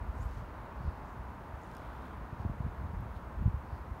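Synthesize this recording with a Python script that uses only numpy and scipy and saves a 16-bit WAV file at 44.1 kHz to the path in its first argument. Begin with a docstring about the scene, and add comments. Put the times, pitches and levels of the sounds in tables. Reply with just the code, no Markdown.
"""A quiet residential street: distant tyres roar and whine over engine rumble and faint microphone hiss.
It opens with light wind fluttering and thumping on a hand-held camera's microphone, while soft rustles,
one thin rising squeak and two ticks sound close by. A cluster of gritty ticks comes near 1.7 s, then
three far cars swell out of the roar. The wind gets busier from 2.3 s and thumps hardest near 3.5 s."""
import sys
import numpy as np
from scipy.fft import rfft, irfft, next_fast_len
from scipy.io import wavfile
from scipy.ndimage import uniform_filter1d, map_coordinates

SR = 44100
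rng = np.random.default_rng(int(sys.argv[2]) if len(sys.argv) > 2 else 0)


def unload_wav(signal):
    """Save mono or channel-first audio to the path in sys.argv[1] as 16-bit WAV at rate SR, clipped to [-1, 1]."""
    wavfile.write(
        sys.argv[1],
        SR,
        np.round(np.clip(np.atleast_2d(signal).T, -1, 1) * 32767).astype(np.int16),
    )


N = 176400


def amp(db):
    """Decibels to gain."""
    return 10 ** (np.asarray(db) / 20)


def unit(x):
    """Scale to rms 1."""
    return x / np.sqrt(np.mean(x ** 2) + 1e-20)


def clock():
    """The time of each sample in seconds."""
    return np.arange(N) / SR


def swell(time, half_length):
    """A bell-shaped fade in and out, peaking at the given time."""
    return np.exp(-((clock() - time) / half_length) ** 2)


def wobble(rate):
    """A smooth random modulator through `rate` points a second."""
    points = rng.standard_normal(int(N * rate / SR) + 4)
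    return map_coordinates(points, [clock() * rate])


def filtered(x, response):
    """Filter x by a complex response, given as a function of frequency."""
    size = next_fast_len(N + SR // 2)
    hz = np.fft.rfftfreq(size, 1 / SR)
    return irfft(rfft(x, size) * response(hz), size)[:N]


def shaped(x, eq):
    """Run x through an EQ curve of (frequency [Hz], gain [dB]) points and bring it to rms 1."""
    points_hz, db = np.transpose(eq)
    return unit(filtered(x, lambda hz: amp(np.interp(np.log(hz + 1), np.log(points_hz), db))))


def noise(eq):
    """Noise of rms 1, coloured by an EQ curve."""
    return shaped(rng.standard_normal(N), eq)


def band(centre_hz, octaves, shelf=0):
    """A bell-shaped band of noise at rms 1, with an optional shelf above its centre."""
    def response(hz):
        bell = np.exp(-.5 * (np.log2((hz + 1) / centre_hz) / octaves) ** 2)
        return bell + shelf * (hz > centre_hz)
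    return unit(filtered(rng.standard_normal(N), response))


# Fader ride on the tyre roar: (time [s], level [dB])
TYRE_RIDE = [(0, -50.5), (.85, -50), (1.4, -50.5), (2, -50.5), (2.9, -50.9), (3.5, -52), (4, -51.5)]
# Midrange wash of tyres on the road: (frequency [Hz], gain [dB])
TYRE_EQ = [(100, -42), (250, -11.5), (400, -6), (500, -6), (620, -3), (790, -3.5), (940, -1), (1200, -4.5),
           (1500, -8.5), (2000, -16), (2500, -21.5), (3200, -28), (4300, -33), (5000, -37), (12000, -65)]
# Low end of the engines: (frequency [Hz], gain [dB])
ENGINE_EQ = [(12, -62), (22, -26), (36, -9), (50, -1), (64, 4), (88, -4.5), (110, -6.5), (160, -10.5),
             (200, -11), (270, -14.5), (350, -19), (500, -26), (1000, -56.5)]
# Single far cars: (time [s], half length [s], level [dB], centre [Hz], width [octaves])
CAR_SWELLS = [(1.92, 0.31, -59.5, 1300, 0.24), (2.203, 0.27, -57.5, 249, 0.26),
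              (2.854, 0.21, -57.5, 930, 0.22)]
def traffic(engine_db=-46.5):
    """The bed: tyre roar and engine rumble from far roads, with single cars swelling out of it."""
    tyre_db = np.interp(clock(), *np.transpose(TYRE_RIDE))
    tyres = amp(tyre_db + 0.28 * wobble(rate=10.17)) * noise(TYRE_EQ)
    engines = amp(engine_db + 0.27 * wobble(rate=4.64)) * noise(ENGINE_EQ)
    cars = sum(amp(db) * swell(time, half_length) * band(hz, octaves)
               for time, half_length, db, hz, octaves in CAR_SWELLS)
    return tyres + engines + cars


# Pitched bands inside the tyre roar: (centre [Hz], level [dB])
TREAD_BANDS = [(860, -66.5), (935, -64.5), (1030, -64)]
def tread_whine(octaves=0.047, waver_db=2.5):
    """Tyre tread sings in narrow bands of noise, each wavering in level on its own."""
    return sum(amp(db) * unit(amp(waver_db * wobble(rate=6))) * band(hz, octaves)
               for hz, db in TREAD_BANDS)


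# Bright, rippled colour of the hiss: (frequency [Hz], gain [dB])
HISS_EQ = [(1000, -10.5), (4500, 2.5), (6700, 7), (7600, 0), (9000, 3.5), (9800, 5.5), (10500, -6),
           (11300, 1.5), (12200, 4.5), (12900, 8), (13700, 5), (14800, -6), (15700, 6.5)]
def microphone_hiss(level_db=-76):
    """The microphone's own steady noise floor."""
    return amp(level_db) * noise(HISS_EQ)


# Gusts on the microphone: (time [s], half length [s], level [dB])
WIND_GUSTS = [(0.032, .06, -39.5), (0.224, 0.07, -39), (0.407, 0.065, -42), (0.861, 0.04, -34.5),
              (2.486, 0.094, -41), (2.671, 0.026, -36), (2.822, 0.035, -36.5), (2.977, 0.099, -37.5),
              (3.417, 0.048, -33.5), (3.483, 0.015, -29), (3.575, 0.018, -39)]
# Bass-heavy colour of the churning air: (frequency [Hz], gain [dB])
CHURN_EQ = [(12, -57), (25, -27), (45, 1), (65, 2), (90, -3.5), (130, -12), (200, -20), (300, -30),
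            (600, -49), (1500, -99)]
def wind_flutter():
    """Air churns at the microphone; the churn is levelled so it holds its strength through each gust."""
    churn = noise(CHURN_EQ)
    running_power = np.abs(uniform_filter1d(churn ** 2, size=2600))
    levelled = churn / np.sqrt(running_power + 1e-6)
    gusts = sum(amp(db) * swell(time, half_length) for time, half_length, db in WIND_GUSTS)
    return levelled * gusts


# Single eddies hitting the microphone: (time [s], peak level [dB], half length [s])
EDDY_HITS = [(0.093, -29.5, 0.0055), (0.199, -36, 0.0036), (0.259, -31, 0.0051), (0.808, -35, 0.0023),
             (0.878, -34, 0.0035), (1.199, -36, 0.0056), (1.541, -34, 0.0037), (2.328, -32, 0.002),
             (2.401, -30.5, 0.0028), (2.451, -27, 0.0011), (2.461, -26, 0.0026), (2.498, -28.5, 0.0013),
             (2.605, -25.5, 0.0023), (2.651, -32.5, 0.0027), (2.665, -28.5, 0.0015), (2.856, -33, 0.0025),
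             (3.166, -33.5, 0.0048), (3.424, -27, 0.0017), (3.46, -15.5, 0.0029), (3.478, -24.5, 0.0018),
             (3.542, -26.5, 0.0033), (3.728, -32.5, 0.0035), (3.913, -31.5, 0.0042)]
def wind_thumps(rolloff_hz=59.1, q=0.68):
    """Each eddy is one push of pressure; the microphone's bass roll-off makes it swing back."""
    def bass_rolloff(hz):
        highpass = hz ** 2 / (rolloff_hz ** 2 - hz ** 2 + 1j * hz * rolloff_hz / q)
        return highpass ** 2  # two stages in series
    out = np.zeros(N)
    for time, db, half_length in EDDY_HITS:
        thump = filtered(swell(time, half_length), bass_rolloff)
        out += amp(db) * thump / (np.abs(thump).max() + 1e-12)
    return out


# Close swishes: (time [s], half length [s], level [dB], centre [Hz], width [octaves])
SWISHES = [(0.212, .08, -73.5, 6000, 0.76), (0.344, 0.1, -71, 3900, 0.73), (.88, .1, -74, 4470, .2),
           (1.08, 0.067, -78.5, 6000, .4), (1.7, 0.16, -77.5, 6000, 0.56), (1.838, 0.2, -71.5, 3130, 0.35),
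           (2.065, 0.11, -70.5, 2900, 0.31), (2.413, 0.023, -71, 3630, 0.5),
           (3.166, 0.017, -69, 3500, 0.26), (3.74, 0.079, -75.5, 4600, 0.16)]
def rustles(air_db=-17, grain_db=2):
    """Soft movement close by: swishes with an airy top, made grainy by a fast flicker in level."""
    swishes = sum(amp(db) * swell(time, half_length) * band(hz, octaves, shelf=amp(air_db))
                  for time, half_length, db, hz, octaves in SWISHES)
    grain = unit(amp(grain_db * wobble(rate=350)))
    return swishes * grain


def squeak(time=.222, half_length=.027, level_db=-67.5):
    """A thin, rough friction squeak that glides up; its upper partial comes in later."""
    pitch_hz, glide_hz_per_s, jitter_hz = 7200, 42000, 260
    upper_ratio, upper_db = 1.48, -5
    hz = pitch_hz + glide_hz_per_s * (clock() - time) + jitter_hz * wobble(rate=1100)
    phase = 2 * np.pi * np.cumsum(hz) / SR
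    lower = swell(time, half_length) * np.sin(phase)
    upper = swell(time + half_length, half_length) * np.sin(upper_ratio * phase)
    return amp(level_db) * (lower + amp(upper_db) * upper)


# Cracks of grit: (time [s], level [dB], centre [Hz], width [octaves])
GRIT_HITS = [(.229, -58, 6000, .7), (0.382, -60, 7500, .7), (1.616, -63, 6500, .3), (1.634, -57, 7000, .13),
             (1.714, -57, 5460, .7), (1.75, -51, 7600, .95), (1.767, -50.5, 8000, .95),
             (1.781, -57, 6500, 0.76), (2.408, -67, 3800, .6), (3.007, -61, 13000, .25),
             (3.166, -60, 3500, 0.32), (3.431, -61, 13000, .25)]
# Resonances that colour every tick: (frequency [Hz], gain [dB])
GRIT_EQ = [(2500, 14), (4200, 4), (5100, 11), (6000, 0.5), (7000, -1), (7900, -16), (8900, 5), (10500, -3),
           (13500, 3), (15500, -12)]
def grit_ticks(attack_s=0.00065, t60_s=0.012):
    """Tiny dry cracks, as of grit under a shoe: noise bursts with a sharp attack and a tight tail."""
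    out = np.zeros(N)
    for time, db, hz, octaves in GRIT_HITS:
        age = np.maximum(clock() - time, 0)
        attack = 1 - np.exp(-age / attack_s)
        decay = amp(-60 * age / t60_s)
        out += amp(db) * attack * decay * shaped(band(hz, octaves), GRIT_EQ)
    return out


def scene():
    """The mono mix: street bed, wind on the microphone and small close sounds."""
    street = traffic() + tread_whine()
    wind = wind_flutter() + wind_thumps()
    close_sounds = rustles() + squeak() + grit_ticks()
    return (street + wind + close_sounds)[None]


def record(dry):
    """The camera adds its microphone's hiss and cuts everything above its band limit."""
    band_limit_hz = 15750
    return filtered(dry[0] + microphone_hiss(), lambda hz: hz < band_limit_hz)[None]


dry = scene()
out = record(dry)
unload_wav(out)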